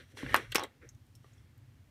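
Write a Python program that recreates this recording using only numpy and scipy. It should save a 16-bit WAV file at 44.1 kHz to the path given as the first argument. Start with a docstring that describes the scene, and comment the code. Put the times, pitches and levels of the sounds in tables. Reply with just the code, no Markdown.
"""A thin steel pick scrapes in a hand-held brass lock close to a camera, over a quiet room's hiss and hum.
Friction grains excite the lock's resonances from the start, and handling brings a soft bump and a swell
of rumble. Among lighter taps the pick knocks the body twice (0.34 s, 0.56 s), ringing its damped modes
and clicking brightly on the brass. A loose part then bounces to rest, and a few faint ticks follow.
Every impact leaves a short reverberation in the room."""
import sys
import numpy as np
from scipy import signal
from scipy.fft import rfft, irfft, next_fast_len
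from scipy.io import wavfile
from scipy.ndimage import map_coordinates

SR = 44100
rng = np.random.default_rng(int(sys.argv[2]) if len(sys.argv) > 2 else 0)


def unload_audio(sound):
    """Save the sound as a 16-bit wav file, at the path given as the first command line argument."""
    columns = np.transpose(np.atleast_2d(sound))
    # keep every value between -1 and 1, then stretch to whole-number steps
    steps = np.round(np.clip(columns, -1, 1) * 32767)
    wavfile.write(sys.argv[1], SR, steps.astype(np.int16))


N = 83790
BAND_LIMIT_HZ = 15900


def amp(db):
    """Amplitude ratio of a level in decibels."""
    return 10 ** (np.asarray(db) / 20)


def unit(x):
    """Normalisation to rms 1."""
    return x / np.sqrt(np.mean(x ** 2) + 1e-20)


def along(points, hz):
    """Interpolation of (frequency_hz, value) points on a logarithmic frequency axis."""
    point_hz, values = np.transpose(points)
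    return np.interp(np.log(hz + 1), np.log(point_hz + 1), values)


def curves(rows):
    """Linear envelopes: one value per sample for each column after the time."""
    time_s, *columns = np.transpose(rows)
    return [np.interp(np.arange(N) / SR, time_s, column) for column in columns]


def wobble(knots_per_s):
    """Slow random modulation: a spline through Gaussian knots."""
    return map_coordinates(rng.standard_normal(int(N * knots_per_s / SR) + 4),
                           [np.arange(N) * knots_per_s / SR])


def bell(hz, centre_hz, octaves, floor_db):
    """Gaussian band weighting in dB: 6 dB down at `octaves` from the centre, limited by a floor."""
    return np.maximum(-6 * (np.log2((hz + 1) / centre_hz) / octaves) ** 2, floor_db)


def filtered(x, response):
    """Linear filtering: the spectrum of x times a frequency response."""
    size = next_fast_len(N + SR // 2)
    return irfft(rfft(x, size) * response(np.fft.rfftfreq(size, 1 / SR)), size)[..., :N]


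def coloured(spectrum):
    """Spectral shaping of white noise by (frequency_hz, density_db) points, at rms 1."""
    points = [(spectrum[0][0] / 2, -120)] + list(spectrum)
    return unit(filtered(rng.standard_normal(N), lambda hz: amp(along(points, hz))))


def resonant(x, peaks):
    """Parallel resonators (centre_hz, width_hz, gain_db) of alternating sign driven by x, at rms 1."""
    return unit(filtered(x, lambda hz: sum(
        (-1) ** k * amp(db) * 1j * hz * width / (centre ** 2 - hz ** 2 + 1j * hz * width)
        for k, (centre, width, db) in enumerate(peaks))))


def add(out, start_s, x):
    """Superposition of x on out from start_s."""
    part = out[round(start_s * SR):][:len(x)]
    part += x[:len(part)]


def background():
    """Filtered noise: steady hiss, with amplitude modulation making the rumble swell and the hums throb."""
    # room hiss: frequency_hz, density_db
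    hiss_spectrum = [(88, -41), (150, -17), (240, -1.5), (414, -15), (448, -25.5), (475, -16), (1500, -22),
                     (2020, -22), (10200, -33), (15100, -34), (16000, -39)]
    # low rumble: frequency_hz, density_db
    rumble_spectrum = [(12, -66.5), (20, -42), (35, -16.5), (45, -8), (75, -6), (107, -5.5), (131, -4.5),
                       (146, -12), (200, -24), (260, -53.5), (440, -120)]
    # handling raises the rumble: time_s, gain_db
    rumble_lift = [(0, 5.5), (.2, -9), (.26, 16.5), (.42, 7), (.5, 5), (.6, 9), (.7, 0)]
    # narrow noise bands heard as hums: centre_hz, width_hz, level_db
    hum_bands = [(84, 10, -68.5), (99, 15, -62.5), (120.5, 12, -66.5)]
    hiss_db, rumble_db, swing_db = -70, -63.5, 3
    throb_hz, throb_depth, drift_rad = 16, .7, 1.5
    lift_db, = curves(rumble_lift)
    rumble = unit(amp(swing_db * wobble(15)) * coloured(rumble_spectrum + [(300, -81)]))
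    throb_phase = 2 * np.pi * throb_hz * np.arange(N) / SR + drift_rad * wobble(4.7)
    throb = unit(1 + throb_depth * np.sin(throb_phase))
    hum = np.zeros(N)
    for hz, width, db in hum_bands:
        wide_band = resonant(rng.standard_normal(N), [(hz, 3 * width, 0)])
        hum += amp(db) * resonant(wide_band, [(hz, width, 0)])
    return amp(hiss_db) * coloured(hiss_spectrum) + amp(rumble_db + lift_db) * rumble + hum * throb


def scrape():
    """Friction: dense random impulses drive the body's resonances, along with low and treble noise."""
    # course of the scrape, the last three relative to level_db:
    # time_s, level_db, low_db, upper_db, treble_db
    strokes = [(0, -55.5, 0, -3.5, -15), (.068, -77.5, -9, -2.5, -4), (.12, -70.5, -7, -1.5, -1.5),
               (.14, -77.5, 19, -3, -5), (.163, -73, 2, 0, 2), (.172, -54, -1.5, -0.5, -2.5),
               (.215, -51, -2.5, -5.5, -10), (.26, -51, -3, -8, -15), (.335, -45.5, -0.5, -10, -13),
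               (.365, -37, -5, -1.5, -11), (.384, -43, 2, -9.5, -15), (.492, -64.5, -13, -8, -13.5),
               (.515, -63.5, -10.5, -5, -3), (.524, -44.5, -10, 6, -15.5), (.543, -65, -9.5, 0, -9.5),
               (.556, -32, 5, -1, -0.5), (.576, -47.5, -4.5, 1, -11), (.628, -54, 6.5, 2, -13),
               (.65, -54, 7, -3, -13), (.688, -73, -3, -4, -22), (.812, -85, 8.5, -11.5, -9),
               (.818, -59.5, -8.5, -20, -27), (.85, -64, 7, -16, -16), (.89, -72.5, -12, -12, -11.5),
               (.93, -86.5, -8, -3.5, 0), (1.17, -88, 3, -1.5, -2), (1.25, -79.5, -7, 2, 0),
               (1.38, -75, -5.5, -9, -5), (1.5, -82.5, -1, -5.5, -11)]
    # low, middle and upper resonances of the lock: centre_hz, width_hz, gain_db
    low_peaks = [(290, 100, 1.5), (510, 95, 1.5)]
    middle_peaks = [(1200, 500, -8), (1910, 850, -1), (2430, 720, -4.5)]
    upper_peaks = [(2700, 83, 0.5), (3250, 350, -2), (4250, 600, -6.5)]
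    # treble fizz: frequency_hz, density_db
    fizz_spectrum = [(4800, -8), (5800, 3.5), (6500, -7), (9000, -5), (12500, -12), (16000, -15.5)]
    grains_per_s, spread_db = 6000, 2
    level_db, low_db, upper_db, treble_db = curves(strokes)
    chance, polarity, size = rng.uniform(size=(3, N))
    strength = amp(-spread_db * np.log(size + .00033))
    grains = (chance < grains_per_s / SR) * np.sign(polarity - .5) * strength
    middle = resonant(resonant(grains, [(1780, 1500, 0)]), middle_peaks)
    upper = resonant(resonant(grains, [(3300, 2000, 0)]), upper_peaks)
    low = resonant(resonant(rng.standard_normal(N), [(454, 1310, 0)]), low_peaks)
    fizz = coloured(fizz_spectrum)
    return amp(level_db) * (middle + amp(upper_db) * upper + amp(low_db) * low + amp(treble_db) * fizz)


def knocks():
    """Impact excitation: each knock or bounce is a damped pulse that rings body modes near its pitch."""
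    # dull contacts with the lock body: start_s, level_db, pitch_hz, t60_s
    contacts = [(.172, -46, 952, .015), (.2295, -38.5, 1020, 0.0046), (.190, -39, 1812, .012),
                (.2635, -32, 1685, 0.021), (.2935, -33, 1840, 0.036), (.310, -37, 1700, 0.0099),
                (.326, -36.5, 1850, 0.0083), (.334, -33.5, 1830, 0.015), (.3437, -13.5, 1780, 0.016),
                (.3444, -6, 1256, 0.0046), (.3475, -16.5, 970, 0.005), (.3530, -16, 1586, 0.011),
                (.3580, -21, 1070, 0.0099), (.3620, -23.5, 1488, 0.024), (.5475, -31, 2000, .01),
                (.5510, -21.5, 1404, 0.0095), (.5565, -11, 2484, 0.004), (.5590, -22, 1150, 0.0065),
                (.5640, -25.5, 2410, 0.0075), (.6395, -33.5, 2050, 0.026), (.6435, -29.5, 740, 0.004),
                (.817, -64, 1814, 0.018), (1.243, -53, 403, 0.031), (1.244, -54, 1178, 0.064),
                (1.245, -65, 3010, .015), (1.380, -60.5, 3360, 0.044)]
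    # a loose part bouncing to rest: start_s, level_db
    bounces = [(0.5824, -21), (0.5955, -23.5), (0.6054, -28.5), (0.6118, -35), (.6190, -29.5),
               (0.623, -51.5), (.6280, -30.5), (0.6303, -38)]
    # modes of the lock body: frequency_hz, gain_db, t60_s
    body_modes = [(600, -7, 0.016), (865, 4.5, 0.052), (999, -6.5, .05), (1090, 2, 0.06),
                  (1218, -8.5, 0.032), (1445, -7.5, 0.025), (1793, -6.5, 0.1), (1940, -1, .045),
                  (2201, -6.5, 0.076), (2725, -8, 0.01)]
    partials = [(.48, -11), (1, 4), (1.6, -3.5), (2.6, -17)]  # pitch_ratio, gain_db
    bounce_hz, bounce_t60_s, ring_db = 890, .002, -16.5
    impacts = contacts + [(start_s, db, bounce_hz, bounce_t60_s) for start_s, db in bounces]
    out, t = np.zeros(N), np.arange(SR // 8) / SR
    for start_s, level_db, pitch_hz, t60_s in impacts:
        tone = sum(amp(db) * np.sin(2 * np.pi * pitch_hz * ratio * t) for ratio, db in partials)
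        pulse = tone * amp(-60 * t / t60_s) * (1 - np.exp(-t * pitch_hz * 3))
        ring = sum(amp(db + bell(hz, pitch_hz, octaves=.6, floor_db=-39.5) - 60 * t / mode_t60_s)
                   * np.sin(2 * np.pi * hz * t) for hz, db, mode_t60_s in body_modes)
        add(out, start_s, -amp(level_db) * (pulse / np.abs(pulse).max() + amp(ring_db) * ring))
    return filtered(out, lambda hz: (1j * hz / (300 + 1j * hz)) ** 2)  # high-pass


def bump():
    """Damped oscillation: a few low tones with a gradual onset make one soft bump."""
    # tones of the bump: pitch_hz, level_db, t60_s
    tones = [(135, -31, .08), (195, -29.5, .05), (261, -23, 0.048)]
    start_s, attack_s = .2325, .002
    out, t = np.zeros(N), np.arange(SR // 5) / SR
    ring = sum(amp(db - 60 * t / t60_s) * np.sin(2 * np.pi * hz * t) for hz, db, t60_s in tones)
    add(out, start_s, ring * (1 - np.exp(-t / attack_s)))
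    return filtered(out, lambda hz: (1j * hz / (80 + 1j * hz)) ** 2)  # high-pass


def clicks():
    """Modal ringing: each hard contact gives a noise crack and sounds the brass modes near its pitch."""
    # clicks of the pick on brass: start_s, crack_db, ring_db, pitch_hz, t60_s, crack_floor_db
    contacts = [(0.3437, -30, -31.5, 12000, 0.027, -9), (.3440, -43, -29.5, 4930, .02, 4),
                (.3620, -30, -34, 8870, 0.019, 6), (0.5206, -37.5, -31.5, 2800, .015, -11),
                (0.5191, -42.5, -44.5, 7280, 0.01, -12), (0.5216, -59, -52, 7950, 0.043, -3),
                (.5470, -23.5, -32, 12700, 0.012, -3), (.5560, -23, -25.5, 5356, .035, -10.5),
                (.5823, -33, -30.5, 5200, 0.014, -29), (0.5951, -44, -34.5, 5520, .02, -8),
                (0.6356, -38, -33, 3830, 0.024, -4), (.6357, -43, -37, 8070, 0.013, -24),
                (0.8901, -50, -47.5, 6410, 0.035, -21), (0.948, -69, -72, 6000, .04, -8),
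                (1.066, -68, -80, 9050, 0.025, 4.5), (1.152, -58.5, -58, 5400, 0.063, 1),
                (1.334, -79, -65, 6900, 0.046, -13), (1.578, -66.5, -59, 14400, 0.028, -8)]
    # modes of the brass: frequency_hz, gain_db, longest_t60_s
    brass_modes = [(3300, -10.5, 0.01), (3834, -13.5, 0.035), (5510, -8, 0.12), (5656, -3.5, 0.013),
                   (6530, -4, 0.044), (7670, -6, 0.06), (8400, -4, .023), (9060, -10, .03),
                   (11520, -9, 0.01518), (12600, -11, .06)]
    scatter_db, attack_s = 1.4, .00024
    out, t = np.zeros(N), np.arange(SR // 6) / SR
    bin_hz = np.fft.rfftfreq(len(t), 1 / SR)
    for start_s, crack_db, ring_db, pitch_hz, t60_s, crack_floor_db in contacts:
        ring = np.zeros(len(t))
        for hz, db, longest_t60_s in brass_modes + [(pitch_hz, 0, .6 * t60_s)]:
            mode_db = db + rng.normal(0, scatter_db) + bell(hz, pitch_hz, octaves=.25, floor_db=-14)
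            envelope = amp(mode_db - 60 * t / min(t60_s, longest_t60_s))
            ring += envelope * np.sin(2 * np.pi * hz * t + rng.uniform(0, 2 * np.pi))
        band = amp(bell(bin_hz, pitch_hz, octaves=.18, floor_db=crack_floor_db))
        low_cut = bin_hz > min(pitch_hz / 2, 3000)
        noise = unit(irfft(rfft(rng.standard_normal(len(t))) * band * low_cut, len(t)))
        crack = amp(crack_db - 60 * t / t60_s) * noise
        add(out, start_s, (amp(ring_db) * ring + crack) * (1 - np.exp(-t / attack_s)))
    return out


def room(x):
    """Reverberation: convolution with a noise tail whose high frequencies decay fastest."""
    # reverberation time of the room: frequency_hz, t60_s
    decay_times = [(200, .2), (2000, .15), (4000, .11), (10000, .08)]
    hz, t, spectra = signal.stft(rng.standard_normal(SR // 3), SR, nperseg=256)
    decay = amp(-60 * t / along(decay_times, hz)[:, None])
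    tail = signal.istft(spectra * decay, SR, nperseg=256)[1]
    delayed = np.pad(x, (130, 0))  # about 3 ms
    return signal.fftconvolve(delayed, tail / np.linalg.norm(tail))[:N]


def scene():
    """Superposition: impacts, their reverberation and the scrape, top treble eased, over the background."""
    room_db, fall_db, fall_start_hz = -14.5, -10.5, 13100
    impacts = knocks() + clicks() + bump()
    lock = impacts + amp(room_db) * room(impacts) + scrape()
    lock = filtered(lock, lambda hz: amp(np.interp(hz, [fall_start_hz, BAND_LIMIT_HZ], [0, fall_db])))
    return (lock + background())[None]


def record(dry):
    """Low-pass filtering: the camera's response falls to zero across its band limit."""
    return filtered(dry, lambda hz: np.clip((BAND_LIMIT_HZ + 600 - hz) / 1200, 0, 1) ** 2)


dry = scene()
out = record(dry)
unload_audio(out)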